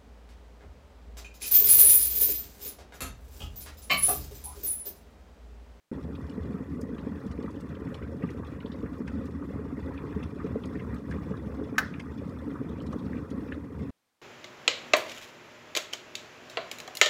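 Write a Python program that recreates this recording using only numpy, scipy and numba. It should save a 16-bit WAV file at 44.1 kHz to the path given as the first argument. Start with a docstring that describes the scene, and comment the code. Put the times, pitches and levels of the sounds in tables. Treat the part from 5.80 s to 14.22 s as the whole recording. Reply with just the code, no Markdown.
"""A kitchen worktop, one microphone close to a glass electric kettle at a rolling boil.
Steam pockets heave and thump in the water; small bubbles ring as they pop and spray at the surface,
coloured by the glass jug. The thermostat switch snaps off while the water boils on.
The boil is heard between a hard start and a hard stop, over faint microphone hiss."""
import sys
import numpy as np
from scipy import signal
from scipy.fft import rfft, irfft
from scipy.io import wavfile
from scipy.ndimage import uniform_filter1d
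from numba import njit

SR = 44100
rng = np.random.default_rng(int(sys.argv[2]) if len(sys.argv) > 2 else 0)


def generate_wav(signal):
    """Clip the signal to [-1, 1] and save it as 16-bit WAV at the path in sys.argv[1]."""
    frames = np.transpose(np.atleast_2d(signal))
    scaled = np.clip(frames, -1, 1) * 32767
    pcm = np.round(scaled).astype(np.int16)
    wavfile.write(sys.argv[1], SR, pcm)


N = 371145

# broad colour of jug, water and worktop: (frequency [Hz], gain [dB])
KETTLE_COLOUR = [(25, -37.5), (52, -7.5), (70, 3.5), (108, -5), (263, -1.5), (363, -12), (439, -10.5),
                 (545, -14.5), (641, -23.5), (1130, -16.5), (1940, -30.5), (2690, -40.5), (3430, -45),
                 (16000, -55.5)]


def undb(db):
    """dB to gain."""
    return 10 ** (np.asarray(db) / 20)


def level(x, db):
    """Scale to an rms level."""
    return x * undb(db) / np.sqrt(np.mean(x ** 2))


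def colour(x, table):
    """Filter by a table of (frequency [Hz], gain [dB])."""
    hz, db = np.transpose(table)
    f = np.maximum(np.arange(len(x) // 2 + 1) * SR / len(x), 1)
    return irfft(rfft(x) * undb(np.interp(np.log(f), np.log(hz), db)), len(x))


def band_noise(lo_hz, hi_hz, n=N):
    """White noise through a steep band-pass."""
    band = signal.butter(3, [lo_hz, hi_hz], "band", fs=SR, output="sos")
    return signal.sosfilt(band, rng.standard_normal(n))


def walk(rate):
    """Random levels held 1 / rate s and smoothed twice; spread near 1."""
    hold = int(SR / rate)
    steps = np.repeat(rng.standard_normal(N // hold + 1), hold)
    smooth = uniform_filter1d(uniform_filter1d(steps, hold), hold)[:N]
    return 2 * np.tanh(smooth / smooth.std() / 2)


def microphone_hiss():
    """The microphone's faint, steady noise floor."""
    spectrum = [(20, -20.5), (77, -8), (234, -4), (1060, -7.5), (4940, -14), (16000, -22)]  # hiss colour: (frequency [Hz], gain [dB])
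    return level(colour(rng.standard_normal(N), spectrum), -78)


def kitchen(x, t60, wet_db):
    """Add a short tail from glass, wall and worktop; the water moves, so each moment has its own."""
    hop, length, out = 1024, int(t60 * SR), np.zeros(N + SR)
    decay = undb(-60 * np.arange(length) / (t60 * SR))
    tails = decay * rng.standard_normal((N // hop - 1, length)) / np.sqrt(np.sum(decay ** 2))
    for k, tail in enumerate(tails):
        wet = signal.fftconvolve(x[k * hop:(k + 2) * hop] * np.hanning(2 * hop), tail)
        out[k * hop:k * hop + len(wet)] += wet
    return x + undb(wet_db) * out[:N]


def jug(x):
    """The kettle's broad colour with its narrow peaks and dips."""
    # resonances of glass and air space: (frequency [Hz], width [Hz], lift [dB])
    resonances = [(77.4, 10, 6), (283.2, 28, 4.5), (429.4, 18, 4.5), (544, 15, 3), (702, 35, 3.5),
                  (772, 30, -6.5), (1920, 220, 6), (2260, 79, -7.5), (2394, 190, 5), (3030, 89, -7.5),
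                  (3454, 160, 8.5), (5350, 220, 6)]
    f = np.arange(len(x) // 2 + 1) * SR / len(x)
    lift_db = sum(db / (1 + (2 * (f - hz) / width) ** 2) for hz, width, db in resonances)
    return irfft(rfft(colour(x, KETTLE_COLOUR)) * undb(lift_db), len(x))


def vigour():
    """How hard the water boils, in dB at every sample."""
    boil = [(.13, 1), (.31, -2.5), (.73, -0.5), (3.8, 0), (4.43, 1.5), (4.55, -1), (4.67, 3.5), (4.88, -1),
            (5.14, 2.5), (5.23, -3.5), (5.3, 2), (6.12, -0.5), (7.39, 1), (7.46, -3.5), (7.53, 0.5),
            (7.92, -2.5), (8.03, 2), (8.1, 1)]  # strength of the boil: (time [s], level above the usual roll [dB])
    return np.interp(np.arange(N) / SR, *np.transpose(boil))


@njit
def ring(at, hz, peak, turns, cycles, glide):
    """Ringing bubbles: sines that peak after `cycles` periods and die away, sliding by `glide`."""
    out = np.zeros(N)
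    for k in range(len(at)):
        start, rise, phase = int(at[k] * SR), cycles * SR / hz[k], 2 * np.pi * turns[k]
        for i in range(min(int(7 * rise), N - start)):
            age = i / rise
            phase += 2 * np.pi * hz[k] * (1 + glide * age) / SR
            out[start + i] += peak[k] * age * np.exp(1 - age) * np.sin(phase)
    return out


def bubbles(lo_hz, hi_hz, count, cycles, glide, spread_db, wash_db):
    """Random bubbles in the jug, a few louder than the rest, over a wash of countless others."""
    when, pitch, big, turns = rng.random((count, 4)).T
    hz = lo_hz * (hi_hz / lo_hz) ** pitch
    # peaks grow with pitch, so the swarm is white before the jug colours it
    peak = hz * undb(spread_db * np.minimum(-np.log(1 - big), 3.5))
    swarm = level(ring(when * N / SR, hz, peak, turns, cycles, glide), 0)
    wash = level(band_noise(lo_hz, hi_hz), wash_db)
    return level(jug(swarm + wash), 0)


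def splashes(at, db, hz, count, span_s, octaves, cycles, glide):
    """Each is a lead bubble in a quieter crowd that gathers just before it and thins out behind."""
    early, late, apart, small, turns = np.moveaxis(rng.random((len(at), count, 5)), 2, 0)
    early[:, 0], late[:, 0], apart[:, 0], small[:, 0] = 0, 0, .5, 0  # the lead bubble
    when = np.maximum(at[:, None] + span_s * (np.log(1 - early) / 3.2 - np.log(1 - late)), 0)
    pitch = np.clip(hz[:, None] * 2 ** (octaves * (2 * apart - 1)), 500, 15000)
    peak = undb(db[:, None] - 3.4 * (small > 0) - 12.7 * small) * np.sqrt(hz[:, None] / pitch)
    return ring(when.ravel(), pitch.ravel(), peak.ravel(), turns.ravel(), cycles, glide)


def steam():
    """A thin, steady hiss of steam."""
    return level(colour(band_noise(3970, 15800), KETTLE_COLOUR), -77.5)


def surface():
    """Gurgle and fizz surge together among small splashes and bright spits against the glass."""
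    surge, flicker = walk(16), walk(11)
    gurgle = bubbles(620, 2930, count=8000, cycles=2.56, glide=.03, spread_db=2.5, wash_db=-6)
    gurgle *= undb(1.2 * surge)
    fizz = bubbles(2397, 15500, count=8000, cycles=5.5, glide=.01, spread_db=2, wash_db=-3.5)
    fizz *= undb(.72 * surge + 2.3 * flicker)
    when, big, pitch = rng.random((320, 3)).T
    hz = 2000 * 3.8 ** pitch
    small = splashes(when * N / SR, 8 * big ** 2 + 19 * np.log10(hz), hz,
                     count=30, span_s=.011, octaves=.8, cycles=4.5, glide=.022)
    when, big, pitch = rng.random((520, 3)).T
    spits = splashes(when * N / SR, 10 * big ** 2 + 14 * pitch, 4200 * 2.1 ** pitch,
                     count=40, span_s=.005, octaves=1.4, cycles=6.5, glide=0.)
    bed = level(gurgle, 1.4) + level(fizz, -16.5) + level(jug(small), -11) + level(jug(spits), -11)
    return bed * undb(-55.5 + .98 * vigour())


def spray():
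    """Droplets thrown against the glass patter in high clusters."""
    throws = [(0.496, -59, 5250), (1.012, -53.5, 8960), (1.029, -69, 10000), (1.465, -61, 5960),
              (1.5142, -57, 5530), (1.626, -59, 4500), (1.708, -62, 6600), (1.807, -59.5, 8000),
              (2.1446, -57, 5500), (2.504, -59.5, 6040), (3.1818, -64, 9000), (3.2774, -56, 4970),
              (3.457, -60.5, 7000), (4.434, -58, 5860), (4.8564, -56, 6600), (5.1449, -59.5, 7500),
              (5.31, -55.5, 5400), (6.1985, -53, 5000), (7.02, -61.5, 6960), (7.0657, -57, 5500),
              (7.127, -57, 5520), (7.504, -56, 5660)]  # bursts of spray: (time [s], lead droplet peak [dB], centre pitch [Hz])
    at, db, hz = np.transpose(throws)
    return splashes(at, db, hz, count=60, span_s=.005, octaves=.97, cycles=4.5, glide=.005)


def pops():
    """Bubbles burst at the surface, each a plink inside a softer splash."""
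    bursts = [(0.352, -49, 3360), (1.182, -47, 1270), (1.184, -48.5, 2800), (1.269, -49.5, 1060),
              (1.6785, -43.5, 1160), (1.953, -51, 3080), (2.144, -44, 2920), (2.223, -43, 1900),
              (2.072, -48, 1900), (2.424, -40.5, 1935), (2.438, -39, 1160), (2.4887, -46, 1910),
              (2.633, -45, 1135), (2.8047, -46, 2870), (2.86, -48, 3160), (2.919, -47, 3710),
              (3.0598, -45.5, 1790), (3.278, -40, 2005), (3.623, -48, 1170), (4.1057, -48, 940),
              (4.1773, -45.5, 2420), (4.178, -54, 3300), (4.327, -46, 1690), (4.429, -43, 2570),
              (4.6006, -43.5, 1220), (4.837, -46.5, 3220), (4.9537, -44, 1810), (4.9964, -46, 2120),
              (5.312, -42.5, 1610), (5.322, -42, 1730), (5.5368, -40.5, 1254), (6.14, -42, 2400),
              (6.1979, -40.5, 2100), (6.7557, -44, 1140), (7.0027, -51.5, 3040), (7.1287, -42.5, 1117),
              (7.3312, -44.5, 1665), (7.369, -50, 2450), (7.7204, -37, 1690), (7.7235, -45, 2700)]  # bursting bubbles: (time [s], plink peak [dB], pitch [Hz])
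    at, db, hz = np.transpose(bursts)
    crowd = splashes(at, db - 3, hz, count=30, span_s=.006, octaves=.512, cycles=2.3, glide=.039)
    return crowd + ring(at, hz, undb(db), np.zeros(len(at)), cycles=3.55, glide=.00475)


def glugs():
    """Round glugs in the water, ringing higher than the thumps."""
    gulps = [(1.272, -40), (1.641, -38), (2.12, -37.5), (2.321, -38), (2.426, -37), (2.942, -39),
             (6.522, -41), (6.62, -39), (7.142, -36.5)]  # single glugs: (time [s], peak [dB])
    at, db = np.transpose(gulps)
    hz = np.full(len(at), 532.)
    return ring(at, hz, undb(db), rng.random(len(at)), cycles=2.3, glide=0.)


def deep_swells():
    """Brief deep swells in the boil's low rumble, near 77 Hz."""
    swells = [(0.426, -29.5), (0.593, -31.5), (0.994, -35), (1.49, -31), (3.029, -35), (4.019, -30),
              (4.34, -29), (4.435, -34), (5.293, -30.5), (5.412, -31.5), (6.891, -36), (7.255, -32.5),
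              (7.724, -33.5)]  # low swells: (time [s], peak [dB])
    at, db = np.transpose(swells)
    hz = np.full(len(at), 77.1)
    return ring(at, hz, undb(db), np.zeros(len(at)), cycles=1.27, glide=0.)


def thumps():
    """Big steam pockets collapse, each also knocking the air space under the lid."""
    pockets = [(0.117, -32, 266), (0.577, -24, 218), (0.741, -27, 204), (0.804, -28, 273),
               (0.99, -25.5, 266), (1.126, -28.5, 220), (1.267, -24.5, 260), (1.459, -28.5, 212),
               (1.586, -26, 270), (1.641, -27, 238), (2.017, -30, 286), (2.435, -23, 180),
               (2.844, -26.5, 269), (3.031, -27.5, 287), (3.204, -26, 253), (4.362, -24.5, 198),
               (4.644, -20.5, 262), (4.757, -24, 464), (5.512, -27.5, 186), (5.813, -25.5, 287),
               (6.677, -27.5, 272), (6.811, -26, 278), (7.141, -29.5, 482), (7.157, -25, 270),
               (7.576, -28.5, 246), (8.009, -28.5, 205)]  # collapses: (time [s], peak [dB], pitch [Hz])
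    at, db, hz = np.transpose(pockets)
    collapse = ring(at, hz, undb(db), rng.random(len(at)), cycles=1.06, glide=-.01)
    air_hz = np.full(len(at), 435.)
    return collapse + ring(at, air_hz, undb(db - 8.5), rng.random(len(at)), cycles=2.3, glide=0.)


def rolling_water():
    """Steam pockets make a low, churning heave with a shudder under it; both follow the boil."""
    heave = bubbles(99.9, 632, count=2500, cycles=.8, glide=0., spread_db=1.75, wash_db=-7.5)
    shudder = bubbles(30, 103.7, count=400, cycles=1.8, glide=0., spread_db=.5, wash_db=-7)
    churn_db = 1.61 * walk(38)
    return heave * undb(-37 + vigour() + churn_db) + shudder * undb(-44.5 + .72 * vigour())


def switch(lands_s):
    """The thermostat lever gathers speed and lands: crack, knock, ringing handle and dying rattle."""
    # modes of handle and switch: (frequency [Hz], relative level [dB], time to fall 60 dB [s])
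    modes = [(1128, -12, 0.03), (1270, -6.5, 0.054), (1527, -2, 0.06), (1740, -1.5, 0.04),
             (2110, -8, 0.025), (2460, -11, 0.02), (2720, -14.5, 0.024), (2950, -13.5, 0.025),
             (4400, -19, 0.02), (6520, -19.5, 0.02)]
    travel_s, n = .005, SR // 2
    t = np.arange(n) / SR - travel_s
    build = np.exp(-(np.minimum(t + .0015, 0) / .0011) ** 2)
    after = np.maximum(t, 0)
    hz, db, t60 = np.transpose(modes)[:, :, None]
    turns = rng.random(hz.shape) * (db < -3) / 2  # the strongest modes start in phase
    tones = np.sum(undb(db - 60 * after / t60) * np.sin(2 * np.pi * (hz * t + turns)), axis=0)
    crack = band_noise(2300, 6900, n) + .4 * band_noise(10000, 15800, n)
    crack *= undb(-9) * np.exp(-np.maximum(t - .004, 0) / .005)
    rattle = undb(-1) * band_noise(1240, 1920, n) * np.exp(-after / .052)
    sizzle = undb(-23) * band_noise(1925, 5800, n) * np.exp(-after / .058)
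    air = undb(-30) * band_noise(9500, 15740, n) * np.exp(-after / .025)
    knock = undb(-3.5) * band_noise(310, 1200, n) * np.exp(-after / .026)
    out, start = np.zeros(N), int((lands_s - travel_s) * SR)
    out[start:start + n] = undb(-17) * build * (tones + crack + rattle + sizzle + air + knock)
    return out


def scene():
    """The kettle from close by: the low water stays dry, surface and switch get the kitchen's tail."""
    water = rolling_water() + thumps() + glugs() + deep_swells()
    bright = surface() + steam() + pops() + spray() + switch(lands_s=5.9838)
    return (water + kitchen(bright, t60=.085, wet_db=-9))[None]


def record(dry):
    """The microphone loses the deepest bass; the boil cuts in and out over hiss; the top is cut."""
    start_s, stop_s, fade_s = .1144, 8.106, .0011
    t = np.arange(N) / SR
    gate = np.clip(np.minimum(t - start_s, stop_s - t) / fade_s, 0, 1)
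    low_cut = signal.butter(2, 45, "high", fs=SR, output="sos")
    top_cut = signal.ellip(10, .2, 60, 15900, fs=SR, output="sos")
    return signal.sosfilt(top_cut, signal.sosfilt(low_cut, dry) * gate + microphone_hiss())


dry = scene()
out = record(dry)
generate_wav(out)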